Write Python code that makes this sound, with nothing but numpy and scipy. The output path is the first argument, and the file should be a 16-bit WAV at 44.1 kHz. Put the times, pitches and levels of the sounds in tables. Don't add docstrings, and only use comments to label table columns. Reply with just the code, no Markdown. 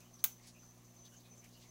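import sys
import numpy as np
from scipy import signal
from scipy.fft import rfft, irfft, next_fast_len
from scipy.io import wavfile
from scipy.ndimage import uniform_filter1d

SR = 44100
rng = np.random.default_rng(int(sys.argv[2]) if len(sys.argv) > 2 else 0)


def put_to_file(sound):
    columns = np.atleast_2d(sound).T
    safe = np.clip(columns, -1, 1)
    whole_steps = np.round(safe * 32767)
    wavfile.write(sys.argv[1], SR, whole_steps.astype(np.int16))


N = 74970
T = np.arange(N) / SR
FFT_SIZE = 2 * next_fast_len(N // 2 + SR // 10)
HZ = np.maximum(np.arange(FFT_SIZE // 2 + 1) * SR / FFT_SIZE, 1)
SNAP_S = .24


def from_db(db):
    return 10 ** (np.asarray(db) / 20)


def unit_rms(x):
    return x / np.sqrt(np.mean(np.abs(x) ** 2) + 1e-20)


def curve(table, column=1):
    points = np.array(table, float)
    return np.interp(np.log(HZ), np.log(points[:, 0]), points[:, column])


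def colour(x, shape_db):
    cepstrum = irfft(np.log(unit_rms(from_db(shape_db)) + 1e-6))
    cepstrum[1:FFT_SIZE // 2] *= 2
    cepstrum[FFT_SIZE // 2 + 1:] = 0
    return irfft(rfft(x, FFT_SIZE) * np.exp(rfft(cepstrum)))[:N]


def noise():
    return rng.standard_normal(N)


def burst(start_s, t60_s, hold_s=0):
    return (T >= start_s) * from_db(-60 * np.maximum(T - start_s - hold_s, 0) / t60_s)


def scatter(envelope, passes):
    x = envelope * noise()
    for _ in range(passes):
        flat = irfft(np.exp(1j * np.angle(rfft(x, FFT_SIZE))))[:N]
        local_rms = np.sqrt(np.abs(uniform_filter1d(flat ** 2, size=64)) + 1e-12)
        x = envelope * flat / local_rms
    return x


# f/Hz, relative level/dB
HISS_SPECTRUM = [(25, 0.5), (45, 3), (80, -4.5), (120, -0.5), (220, 2), (320, -2), (450, -5), (700, -2),
                 (880, -8.5), (1100, -5), (1400, -13.5), (1800, -13), (3000, -14.5), (5000, -15),
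                 (6400, -8), (8000, -16.5), (12000, -18), (15500, -16.5)]

def hiss(level_db=-65.5, flicker_db=1.5, flicker_s=.03):
    spectrum = rfft(colour(noise(), curve(HISS_SPECTRUM)), FFT_SIZE)
    half_octave = np.floor(2 * np.log2(SR / 2 / HZ))
    out = np.zeros(N)
    for k in range(20):
        waver = np.interp(T / flicker_s, np.arange(N), noise())
        out += irfft(spectrum * (half_octave == k))[:N] * from_db(flicker_db * waver)
    return from_db(level_db) * out


# harmonic number, RMS level/dB
HUM_HARMONICS = [(1, -79), (2, -65.5), (3, -71.5), (4, -71), (6, -78)]

def hum(mains_hz=59.95):
    return sum(from_db(db) * np.sqrt(2) * np.sin(2 * np.pi * (k * mains_hz * T + rng.random()))
               for k, db in HUM_HARMONICS)


# start t/s, length/s, level/dB
WHINE_SPELLS = [(.0, 0.061, -73), (0.138, .03, -63.5), (0.197, 0.14, -65.5), (0.32, 0.096, -72.5),
                (0.589, .135, -66), (0.847, 0.089, -70.5), (0.963, 0.14, -65.5), (1.164, 0.013, -64),
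                (1.3, 0.052, -64.5), (1.374, 0.05, -64), (1.677, .04, -64.5)]

def whine(centre_hz=6119, width_hz=137, idle_db=-77, fade_s=.0085, evening=.2):
    resonance_db = -20 * np.log10(1 + (2 * (HZ - centre_hz) / width_hz) ** 2)
    tone = unit_rms(colour(noise(), resonance_db))
    fading = np.abs(signal.hilbert(tone)) + .016
    tone = unit_rms(tone / fading ** evening)
    spells = sum(from_db(db) * np.clip(np.minimum(T - start, start + length - T) / fade_s + .5, 0, 1)
                 for start, length, db in WHINE_SPELLS)
    return tone * np.hypot(from_db(idle_db), spells)


# t/s, level/dB
CRACKLES = [(.004, -60.5), (.138, -66), (.192, -64), (0.47, -57), (1.053, -62), (1.139, -63.5),
            (1.204, -67.5), (1.374, -69), (1.441, -59.5), (1.488, -68), (1.532, -69), (1.608, -68)]
# f/Hz, relative level/dB
CRACKLE_SPECTRUM = [(1000, -19), (3000, -11), (6300, 4.5), (8500, -4), (12000, -5), (15500, -8.5)]

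def crackles(t60_s=.1, rise_s=.005):
    envelope = sum(from_db(db) * burst(start, t60_s) for start, db in CRACKLES)
    blurred = uniform_filter1d(envelope, size=int(rise_s * SR))
    return colour(noise() * blurred, curve(CRACKLE_SPECTRUM))


# centre t/s, length/s, centre f/Hz, width/octaves, level/dB
TUBE_RUBS = [(0.024, 0.023, 2520, 0.096, -69.5), (0.072, 0.036, 2980, 0.063, -72.5),
             (0.174, 0.049, 5800, 0.06, -67), (0.198, 0.016, 4430, 0.36, -65),
             (0.402, 0.029, 2120, 0.17, -73), (0.456, 0.053, 2140, 0.24, -71),
             (.445, 0.033, 5500, 0.46, -65), (0.487, 0.034, 4800, .55, -61),
             (0.485, 0.034, 10000, 0.087, -67.5), (.572, .03, 2590, 0.084, -66),
             (0.638, 0.014, 1300, 0.19, -70), (.64, .04, 5000, 0.22, -74), (0.854, 0.0069, 6540, .12, -67),
             (0.956, 0.047, 6000, .5, -77), (1.065, 0.026, 3940, 0.35, -65),
             (1.138, 0.023, 1530, 0.063, -67.5), (1.146, 0.038, 2930, 0.073, -71),
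             (1.178, .02, 6400, 0.072, -61), (1.21, 0.018, 4260, 0.19, -69.5),
             (1.26, 0.039, 3800, .17, -69), (1.266, 0.024, 2490, 0.041, -71),
             (1.335, 0.037, 2320, 0.11, -74), (1.367, 0.13, 446, 0.54, -73), (1.383, 0.031, 6440, .2, -67),
             (1.453, 0.031, 2300, 0.3, -63.5), (1.552, 0.048, 4530, 0.24, -68.5),
             (1.572, 0.037, 2910, 0.064, -68), (1.629, 0.047, 3940, 0.71, -65),
             (1.666, 0.035, 2120, 0.12, -70.5)]

def tube_rubs(grain_db=4, skirt_db=-27):
    out = np.zeros(N)
    for centre_s, length_s, hz, octaves, db in TUBE_RUBS:
        grains = unit_rms(noise() * from_db(grain_db * noise()))
        band = np.exp(-.5 * (np.log2(HZ / hz) / octaves) ** 2) + from_db(skirt_db)
        friction = irfft(rfft(grains, FFT_SIZE) * unit_rms(band))[:N]
        swell = np.exp(-2 * ((T - centre_s) / length_s) ** 2)
        out += from_db(db) * swell * friction
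    return out


# f/Hz, half-width/Hz, depth/dB
SNAP_NOTCHES = [(1790, 84, 31), (2830, 49, 18), (5170, 72, 2), (8550, 240, 31), (11700, 130, 3)]

def notched(x, shape_db):
    cut_db = sum(depth * np.exp(-((HZ - hz) / width) ** 2) for hz, width, depth in SNAP_NOTCHES)
    return colour(x, shape_db - cut_db)


# f/Hz, early relative level/dB, late relative level/dB
REVERB_SPECTRA = [(205, -48.5, -51), (710, 1.5, -6), (1370, 7.5, -8.5), (3500, 0.5, -3), (5000, -21, -8.5),
                  (6240, 9, 3.5), (7900, -35, -3.5), (10300, -25, -4), (12500, 11, -7), (13700, 12, 2.5),
                  (16000, 17, -2.5)]

def reverb(early_db=-29.5, late_db=-39.5):
    early = notched(noise() * burst(SNAP_S, t60_s=.11), curve(REVERB_SPECTRA, column=1))
    late = notched(noise() * burst(SNAP_S, t60_s=.23), curve(REVERB_SPECTRA, column=2))
    return from_db(early_db) * early + from_db(late_db) * late


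# f/Hz, level/dB, T60/s
RING_MODES = [(1550, -45.5, 0.063), (3460, -48.5, 0.047), (6710, -31, 0.027), (10080, -37, 0.077),
              (11270, -31.5, 0.029), (15100, -43, 0.1), (16000, -22, 0.05)]

def ring():
    return sum(from_db(db) * burst(SNAP_S, t60_s) * np.sin(2 * np.pi * hz * (T - SNAP_S))
               for hz, db, t60_s in RING_MODES)


# f/Hz, relative level/dB
FLUTTER_SPECTRUM = [(500, -37), (1400, -17), (4000, -17.5), (6500, -24.5), (10000, -16), (12000, -15),
                    (13800, 0), (15500, -3.5)]

def flutter(gap_s=.011, first_re_crack_db=-5, loss_db=13):
    bounces = sum(from_db(first_re_crack_db - loss_db * k) * burst(SNAP_S + (k + 1) * gap_s, t60_s=.012)
                  for k in range(3))
    return notched(scatter(bounces, passes=2), curve(FLUTTER_SPECTRUM))


# f/Hz, relative level/dB
CRACK_SPECTRUM = [(100, -45), (450, -40), (850, -17), (1400, -22), (2400, -11.5), (3600, -8), (5000, -14.5),
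                  (6500, -10.5), (7800, -12.5), (10000, -6), (11000, -0.5), (12000, -16), (13200, 3),
                  (15500, 2.5)]

def crack():
    envelope = burst(SNAP_S, t60_s=.013, hold_s=.004)
    return notched(scatter(envelope, passes=6), curve(CRACK_SPECTRUM))


def scene(crack_db=-19.5):
    snap = from_db(crack_db) * (crack() + flutter()) + ring() + reverb()
    return (snap + hum() + hiss() + whine() + tube_rubs() + crackles())[None]


def record(dry, cutoff_hz=15750):
    return signal.sosfilt(signal.ellip(10, .2, 75, cutoff_hz, fs=SR, output="sos"), dry)


dry = scene()
out = record(dry)
put_to_file(out)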